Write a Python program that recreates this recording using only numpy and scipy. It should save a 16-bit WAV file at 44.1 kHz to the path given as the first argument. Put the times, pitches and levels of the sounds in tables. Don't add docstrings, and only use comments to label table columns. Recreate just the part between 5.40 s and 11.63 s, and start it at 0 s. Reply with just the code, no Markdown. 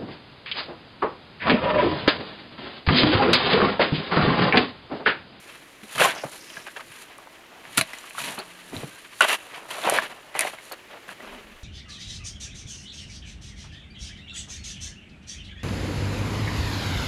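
import sys
import numpy as np
from scipy import signal
from scipy.fft import rfft, irfft
from scipy.io import wavfile

SR = 44100
rng = np.random.default_rng(int(sys.argv[2]) if len(sys.argv) > 2 else 0)


def store_pcm(level_fs):
    pcm = np.round(np.clip(level_fs, -1, 1) * 32767).astype(np.int16)
    wavfile.write(sys.argv[1], SR, np.atleast_2d(pcm).T)


N = 274863


def from_db(db):
    return 10 ** (np.asarray(db) / 20)


def unit_rms(x):
    return x / np.sqrt(np.mean(x ** 2) + 1e-20)


def band(x, low_hz, high_hz):
    return signal.sosfilt(signal.butter(2, [low_hz, high_hz], "band", fs=SR, output="sos"), x)


def high_pass(x, hz):
    return signal.sosfilt(signal.butter(4, hz, "high", fs=SR, output="sos"), x)


def place(out, start_s, sound, peak_db):
    at = round(start_s * SR)
    out[at:at + len(sound)] += (from_db(peak_db) * sound / np.abs(sound).max())[:N - at]


def drift(rate_hz, step=40):
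    pole = np.exp(-2 * np.pi * rate_hz * step / SR)
    noise = rng.standard_normal(N // step + 2002)
    slow = signal.lfilter([1], [1, -2 * pole, pole * pole], noise)[2000:]
    return np.interp(np.arange(N) / step, np.arange(len(slow)), unit_rms(slow - slow.mean()))


def swell(full_s, rise_s, hold_s, fall_s, depth_db=25):
    t = np.arange(N) / SR - full_s
    rising = t / max(rise_s, 0.002)
    falling = (hold_s - t) / max(fall_s, 0.002)
    return from_db(depth_db * np.minimum(0, np.minimum(rising, falling)))


def colour(x, spectrum, size=2048):
    hz, level_db = np.transpose(spectrum)
    grid_hz = np.arange(size + 1) * SR / (2 * size) + 1
    gain = from_db(np.interp(np.log(grid_hz), np.log(hz), level_db))
    cepstrum = irfft(np.log(gain))
    cepstrum[1:size] *= 2
    cepstrum[size + 1:] = 0
    response = irfft(np.exp(rfft(cepstrum)))[:size]
    return signal.oaconvolve(x, response / np.sqrt(np.sum(response ** 2)))[:len(x)]


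def ring(force, hz, t60_s):
    radius, angle = from_db(-60 / (t60_s * SR)), 2 * np.pi * hz / SR
    return signal.lfilter([0, np.sin(angle)], [1, -2 * radius * np.cos(angle), radius ** 2], force + 1e-18)


def grains(per_s, spread_db, clump_db, clump_hz):
    sizes = from_db(spread_db * np.minimum(rng.exponential(1, N), 5)) * rng.choice([-1, 1], N)
    breaks = rng.random(N) < per_s / SR
    return unit_rms(sizes * breaks * from_db(clump_db * drift(clump_hz)))


def crumble(noise, t60_s, crumbs_db):
    force = from_db(crumbs_db - 60 * np.arange(len(noise)) / SR / t60_s) * noise
    force[0] = 1
    return force


# frequency_hz, density_db
AIR_SPECTRUM = [(15, -59), (25, -3), (190, -6), (335, 4.5), (405, 1), (545, 1), (818, -6.5), (2000, 0),
                (2840, -4), (5280, -14), (7310, -15), (8140, -20.5), (10700, -17.5), (14800, -22.5),
                (16000, -34)]
# full_s, hold_s, level_db
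WIND_PUFFS = [(2.41, .01, -64), (2.83, .05, -69), (3.36, .01, -56), (4.58, .02, -69), (5.0, .02, -69),
              (5.928, 0.24, -54.5)]


def outdoors(hiss_db=-52, calm_db=-91.5, rise_s=0.12, fall_s=0.2):
    hiss = colour(rng.standard_normal(N), AIR_SPECTRUM, size=8192) * from_db(hiss_db + drift(1))
    pressure = unit_rms(band(rng.standard_normal(N), 16, 50))
    puffs = sum(from_db(db) * swell(full_s, rise_s, hold_s, fall_s) for full_s, hold_s, db in WIND_PUFFS)
    return hiss + (from_db(calm_db) + puffs) * from_db(0.74 * drift(8)) * pressure


# start_s, peak_db, pitch_hz
GROUND_THUMPS = [(0.4277, -38.5, 213), (.564, -35, 136), (0.601, -28.5, 170), (1.1713, -43, 182),
                 (1.497, -48, 129), (2.376, -26.5, 135), (2.407, -33, 150), (2.9778, -35, 233),
                 (3.333, -29, 277), (3.357, -26, 100), (3.434, -31, 141), (4.464, -32, 215),
                 (4.588, -39, 235)]


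def ground(thud_db):
    shifting = grains(900, spread_db=2, clump_db=1.5, clump_hz=15)
    out = from_db(thud_db) * unit_rms(band(shifting, 100, 337))
    push = np.pad(np.hanning(130), (0, 9000))
    for start_s, peak_db, pitch_hz in GROUND_THUMPS:
        place(out, start_s, ring(push, pitch_hz, t60_s=0.079), peak_db)
    return high_pass(out, 106)


def blade_hum(start_s=3.0, stop_s=3.31, pitch_hz=177.5, level_db=-57.5, rise_db_per_s=2):
    t = np.arange(N) / SR
    gate = np.clip(np.minimum(t - start_s, stop_s - t) / 0.025, 0, 1)
    gain = from_db(level_db + rise_db_per_s * np.clip(t - start_s, 0, 1))
    return gain * gate * np.sin(2 * np.pi * pitch_hz * t)


# full_s, rise_s, hold_s, fall_s, level_db
MUD_SQUEEZES = [(0.758, .01, 0.062, 0.063, -47), (1.0, 0.16, 0.19, .2, -53)]


def mud_sizzle():
    gain = sum(from_db(db) * swell(*timing) for *timing, db in MUD_SQUEEZES)
    pops = grains(1200, spread_db=2.5, clump_db=2, clump_hz=58)
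    return gain * unit_rms(band(pops, 4650, 6150))


# frequency_hz, density_db
BRIGHT_SPECTRUM = [(2470, -7), (4200, 0.5), (5250, -10), (5880, -4), (6390, -6.5), (7070, -2), (8080, -9.5),
                   (8890, -3), (10900, -2.5), (13200, -14), (14700, -15.5), (15600, -37), (16000, -42)]
# start_s, peak_db, pitch_hz
GRIT_SNAPS = [(0.644, -10, 7150), (.7506, -28, 6400), (1.3683, -33, 6950), (1.7818, -32.5, 10100),
              (2.375, -3, 9000), (2.3797, -2, 10200), (2.4125, -8, 10000), (2.5334, -28.5, 5500),
              (2.586, -25.5, 7100), (2.6982, -28.5, 10000), (2.787, -22, 9330), (2.9435, -28, 11460),
              (2.9505, -27, 11460), (2.9898, -23, 10200), (3.807, -9, 8800), (3.809, -14, 6050),
              (3.8213, -9.5, 9400), (3.929, -14, 10500), (4.312, -24, 9300), (4.4982, -2.5, 9560),
              (4.539, -14.5, 9380), (4.5615, -22, 10610), (4.9923, -2, 9700), (5.0083, -2.5, 9400),
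              (5.319, -30, 12000), (5.3236, -22.5, 11800)]


def grit_snaps(ping_db=4, t60_cycles=29):
    out = np.zeros(N)
    for start_s, peak_db, pitch_hz in GRIT_SNAPS:
        force = crumble(rng.standard_normal(3000), t60_s=0.024, crumbs_db=-21.5)
        click = unit_rms(colour(force, BRIGHT_SPECTRUM))
        ping = from_db(ping_db) * unit_rms(ring(force, pitch_hz, t60_cycles / pitch_hz))
        place(out, start_s, band(click + ping, 3600, 13800), peak_db)
    return out


# pitch_hz, level_db, t60_s
BLADE_MODES = [(646, 10, 0.079), (786, -20.5, 0.013), (970, -1.5, 0.067), (1086, 8, 0.025),
               (1520, -2, 0.023), (1586, 4.5, 0.037), (1978, -6, 0.13), (2402, 8.5, 0.057),
               (2460, -8, 0.11), (2834, -3.5, 0.04), (2885, 8.5, 0.016), (3600, -28, 0.15),
               (3730, -1.5, 0.072)]


def blade(force):
    return sum((-1) ** k * from_db(db) * ring(force, hz, t60_s)
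               for k, (hz, db, t60_s) in enumerate(BLADE_MODES))


# start_s, peak_db, pitch_hz, t60_s
LUMP_KNOCKS = [(0.551, -23.5, 3180, 0.014), (0.5611, -26.5, 740, 0.011), (0.579, -20, 1280, 0.026),
               (0.5989, -10.5, 1480, 0.0073), (0.6064, -6, 2650, .0062), (.613, -10, 600, 0.018),
               (0.6203, -5.5, 1610, 0.013), (.6481, -8.5, 1050, 0.042), (.8373, -18.5, 545, 0.064),
               (1.1016, -30, 3100, 0.016), (1.169, -25.5, 1650, 0.05), (1.268, -27.5, 1680, 0.021),
               (1.284, -29.5, 1600, 0.017), (1.363, -27, 1620, 0.019), (1.395, -31, 1230, 0.017),
               (1.408, -27, 1670, 0.0072), (1.786, -32.5, 1070, 0.005), (1.872, -32, 950, 0.0088),
               (2.253, -28.5, 1990, 0.0041), (2.379, -11.5, 1400, 0.036), (2.38, -9, 4050, .008),
               (2.3833, -17, 1770, 0.025), (2.4114, -8, 4030, .006), (2.4117, -6.5, 2370, 0.004),
               (2.534, -23.5, 2010, 0.011), (2.6412, -32, 1170, 0.0099), (2.7083, -26.5, 2530, 0.0098),
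               (2.7496, -30, 1170, 0.01), (2.7819, -20, 1360, 0.013), (2.8022, -22.5, 2520, .018),
               (2.8382, -29, 2470, .015), (2.98, -24, 1090, 0.018), (3.332, -24.5, 335, 0.031),
               (3.3658, -23, 3960, 0.012), (3.4331, -22, 440, 0.017), (3.807, -2.5, 1480, 0.048),
               (3.8084, -7, 2810, 0.024), (3.8105, -4.5, 1440, .015), (3.8443, -27, 2520, .012),
               (3.93, -16, 2600, 0.017), (4.3118, -22.5, 3200, .011), (4.4387, -19.5, 3500, .008),
               (4.4563, -17, 850, .0091), (4.4739, -10, 900, 0.0079), (4.4888, -12, 750, 0.016),
               (4.5227, -11, 626, 0.0084), (4.5629, -15, 2450, 0.0092), (4.5865, -4, 1620, 0.0075),
               (4.6448, -24, 1650, .013), (4.9519, -19, 920, 0.0071), (4.9926, -10.5, 2420, 0.012),
               (5.011, -13, 2130, 0.013), (5.05, -17, 740, 0.018), (5.1343, -33, 690, .013),
               (5.186, -30, 2130, 0.014), (5.32, -27, 4350, .016), (5.3225, -33, 616, 0.015),
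               (5.6912, -24.5, 1640, 0.015), (5.8049, -35, 1990, 0.019)]


def knocks(blade_db=-10.5):
    out = np.zeros(N)
    for start_s, peak_db, pitch_hz, t60_s in LUMP_KNOCKS:
        noise = rng.standard_normal(5000)
        crumbs = noise * (noise ** 2 > 1.5)
        force = crumble(crumbs, t60_s=0.071, crumbs_db=-27.5)
        force = signal.lfilter([1], [1, -0.6], force)
        lump = unit_rms(high_pass(ring(force, pitch_hz, t60_s), 0.37 * pitch_hz))
        place(out, start_s, lump + from_db(blade_db) * unit_rms(blade(force)), peak_db)
    return out


# start_s, stop_s, pitch_hz, bandwidth_hz, relative_db
SINGING_MODES = [(0.562, .72, 1015, 130, -8), (0.584, 0.72, 1570, 80, -10), (1.4, 1.1, 1600, 150, -6),
                 (2.784, 2.96, 950, 50, -5.5), (2.985, 3.015, 4300, 180, 2), (2.976, 2.8, 667, 37, 0),
                 (2.975, 3.031, 377, 14, -3), (5.9, 4.5, 1447, 65, -4), (3.8, 4.1, 2680, 100, -7.5),
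                 (3.5, 3.6, 1600, 42, -5), (4.43, 4.595, 580, 101, -5), (4.94, 5.09, 2010, 190, -4),
                 (4.945, 5.097, 580, 46, -11), (5.802, 6.157, 214, 17, 5.5), (5.8, 6.136, 400, 16, -5.5)]


def singing(scratch):
    out = np.zeros(N)
    for start_s, stop_s, pitch_hz, bandwidth_hz, relative_db in SINGING_MODES:
        if stop_s > start_s:
            drag = slice(round(start_s * SR), round(stop_s * SR))
            tone = ring(scratch[drag], pitch_hz, t60_s=np.log(1000) / (np.pi * bandwidth_hz))
            out[drag] += from_db(relative_db) * unit_rms(tone) * signal.windows.tukey(len(tone), 0.2)
    return out


# time_s, clod_db, rasp_db, grit_db
CRUMB_TRICKLE = [(0, -63, -57.5, -54), (.4, -61, -60, -62), (.75, -59, -69, -51), (1.14, -68, -48.5, -52.5),
                 (1.4, -81, -60.5, -54.5), (1.7, -56, -52.5, -62), (1.95, -56.5, -57, -61),
                 (2.12, -52, -58, -72), (2.45, -55, -45.5, -53), (2.62, -56, -44, -49),
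                 (2.74, -60, -53, -52.5), (3.25, -56, -50, -53.5), (3.52, -59, -50, -51.5),
                 (3.71, -64, -51, -57), (3.79, -68, -49.5, -44.5), (4.0, -49.5, -47, -51),
                 (4.27, -57, -54.5, -56.5), (4.9, -53, -52.5, -60), (5.2, -51, -47.5, -57),
                 (5.45, -59, -56, -66.5), (6.23, -60, -57, -64)]
# full_s, rise_s, hold_s, fall_s, thud_db, clod_db, rasp_db, grit_db
SPADE_STROKES = [(0.078, 0.091, 0.055, 0.29, -63, -58, -46.5, -59),
                 (0.433, 0.0072, 0.014, .05, -47, -55, -49, -51),
                 (0.525, 0.14, 0.026, .05, -62, -58, -40.5, -43.5),
                 (0.554, 0.0072, .02, .03, -40, -46, -32.5, -40),
                 (0.582, .006, 0.026, .02, -39, -44, -24, -31),
                 (0.604, 0.025, 0.052, 0.037, -41, -25.5, -19, -25),
                 (.67, 0.027, 0.015, 0.075, -42, -26, -22.5, -33.5),
                 (0.744, 0.042, 0.041, 0.12, -51, -38, -38.5, -54),
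                 (0.837, 0.02, 0.011, 0.051, -40, -30.5, -43, -47),
                 (0.926, 0.13, 0.042, 0.079, -63, -49, -50, -45),
                 (1.17, 0.026, .005, 0.074, -51, -44.5, -44, -50),
                 (1.265, 0.011, 0.019, 0.013, -60, -47, -40.5, -56),
                 (1.366, 0.013, .008, 0.027, -61, -37, -38, -60),
                 (1.404, .01, 0.0055, 0.024, -65, -40, -37.5, -54),
                 (1.521, 0.1, 0.11, .05, -66, -75, -48.5, -50),
                 (2.36, 0.26, 0.019, 0.022, -52, -64, -44, -48),
                 (2.377, 0.0069, 0.0049, 0.034, -26, -45, -17.5, -19),
                 (2.41, .004, 0.0034, 0.035, -33, -45, -29, -34),
                 (2.536, .004, .005, 0.022, -48, -49, -43, -48),
                 (2.788, 0.073, 0.073, 0.12, -50, -47, -37, -37),
                 (2.862, .02, 0.063, 0.1, -48, -42, -36.5, -42.5),
                 (2.984, 0.018, 0.014, 0.055, -56, -31.5, -37.5, -57),
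                 (3.353, 0.083, 0.021, 0.18, -39, -43, -43, -44),
                 (3.433, 0.0087, 0.011, 0.067, -38.5, -47.5, -62, -68),
                 (3.815, 0.011, 0.033, 0.023, -46.5, -27.5, -23.5, -36),
                 (3.885, 0.051, 0.065, 0.023, -58, -30, -26, -32),
                 (4.148, 0.043, 0.035, 0.14, -60, -40, -41.5, -55),
                 (4.289, .006, 0.022, .03, -63, -43.5, -45, -45),
                 (4.306, .006, .025, 0.087, -63, -36, -35, -41),
                 (4.406, 0.09, 0.044, 0.056, -54, -35.5, -35, -41),
                 (4.455, .02, 0.048, 0.018, -46, -26, -27.5, -41.5),
                 (4.514, .02, 0.072, 0.047, -43, -29, -27, -37),
                 (4.632, 0.067, .01, 0.062, -51, -37, -32, -41.5),
                 (4.707, 0.052, 0.012, 0.07, -54, -43, -45.5, -57),
                 (4.952, .015, .04, 0.033, -48, -41, -33.5, -44.5),
                 (4.998, 0.018, 0.016, 0.069, -55, -32.5, -29.5, -35.5),
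                 (5.037, 0.028, 0.039, 0.091, -55, -37.5, -37.5, -40),
                 (5.135, 0.022, 0.011, 0.049, -57, -44, -44, -59),
                 (5.227, .06, 0.075, .03, -68, -64, -56, -50.5),
                 (5.314, .006, 0.027, 0.013, -60, -40, -42.5, -53),
                 (5.51, 0.028, 0.068, 0.017, -62, -45.5, -49.5, -68),
                 (5.681, .01, 0.05, .02, -54.5, -50, -44, -51),
                 (5.803, 0.047, .14, 0.31, -59, -46.5, -47.5, -61)]


def soil_levels(thud_floor_db=-63.5):
    time_s, *columns = np.transpose(CRUMB_TRICKLE)
    trickle_db = [np.interp(np.arange(N) / SR, time_s, column) for column in columns]
    power = from_db([np.full(N, thud_floor_db), *trickle_db]) ** 2
    for stroke in SPADE_STROKES:
        timing, levels_db = stroke[:4], stroke[4:]
        power += np.outer(from_db(levels_db), swell(*timing)) ** 2
    return 10 * np.log10(power)


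# frequency_hz, density_db
CLOD_SPECTRUM = [(120, -23), (200, -15), (408, -3), (494, -2), (599, 3), (1440, -3), (1600, -8),
                 (2080, -19), (3520, -120)]
# frequency_hz, density_db
RASP_SPECTRUM = [(470, -28.5), (800, 2.5), (1030, 10.5), (1430, 4), (1560, 10.5), (2120, 7.5), (2680, 10.5),
                 (5500, -10.5), (7150, -21), (12100, -120)]


def digging(clod_db, rasp_db, grit_db):
    surge = from_db(1.2 * drift(45))
    clods = colour(grains(1500, spread_db=1.5, clump_db=2.5, clump_hz=20.5), CLOD_SPECTRUM)
    scratch = grains(4000, spread_db=1.5, clump_db=1.95, clump_hz=25)
    steel = from_db(-9.5) * unit_rms(band(blade(scratch), 950, 5200))
    rasp = unit_rms(colour(scratch, RASP_SPECTRUM) + steel) + singing(scratch)
    grit = colour(grains(7000, spread_db=2, clump_db=1.5, clump_hz=96), BRIGHT_SPECTRUM)
    return surge * (from_db(clod_db) * clods + from_db(rasp_db) * rasp + from_db(grit_db) * grit)


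def scene():
    thud_db, clod_db, rasp_db, grit_db = soil_levels()
    spade = digging(clod_db, rasp_db, grit_db) + mud_sizzle() + knocks() + grit_snaps()
    spade = high_pass(spade, 264)
    return (spade + ground(thud_db) + blade_hum() + outdoors())[None]


def record(dry, ceiling=1.6, stopband_hz=16700):
    rounded = ceiling * np.tanh(dry / ceiling)
    return signal.sosfilt(signal.cheby2(18, 80, stopband_hz, fs=SR, output="sos"), rounded)


dry = scene()
out = record(dry)
store_pcm(out)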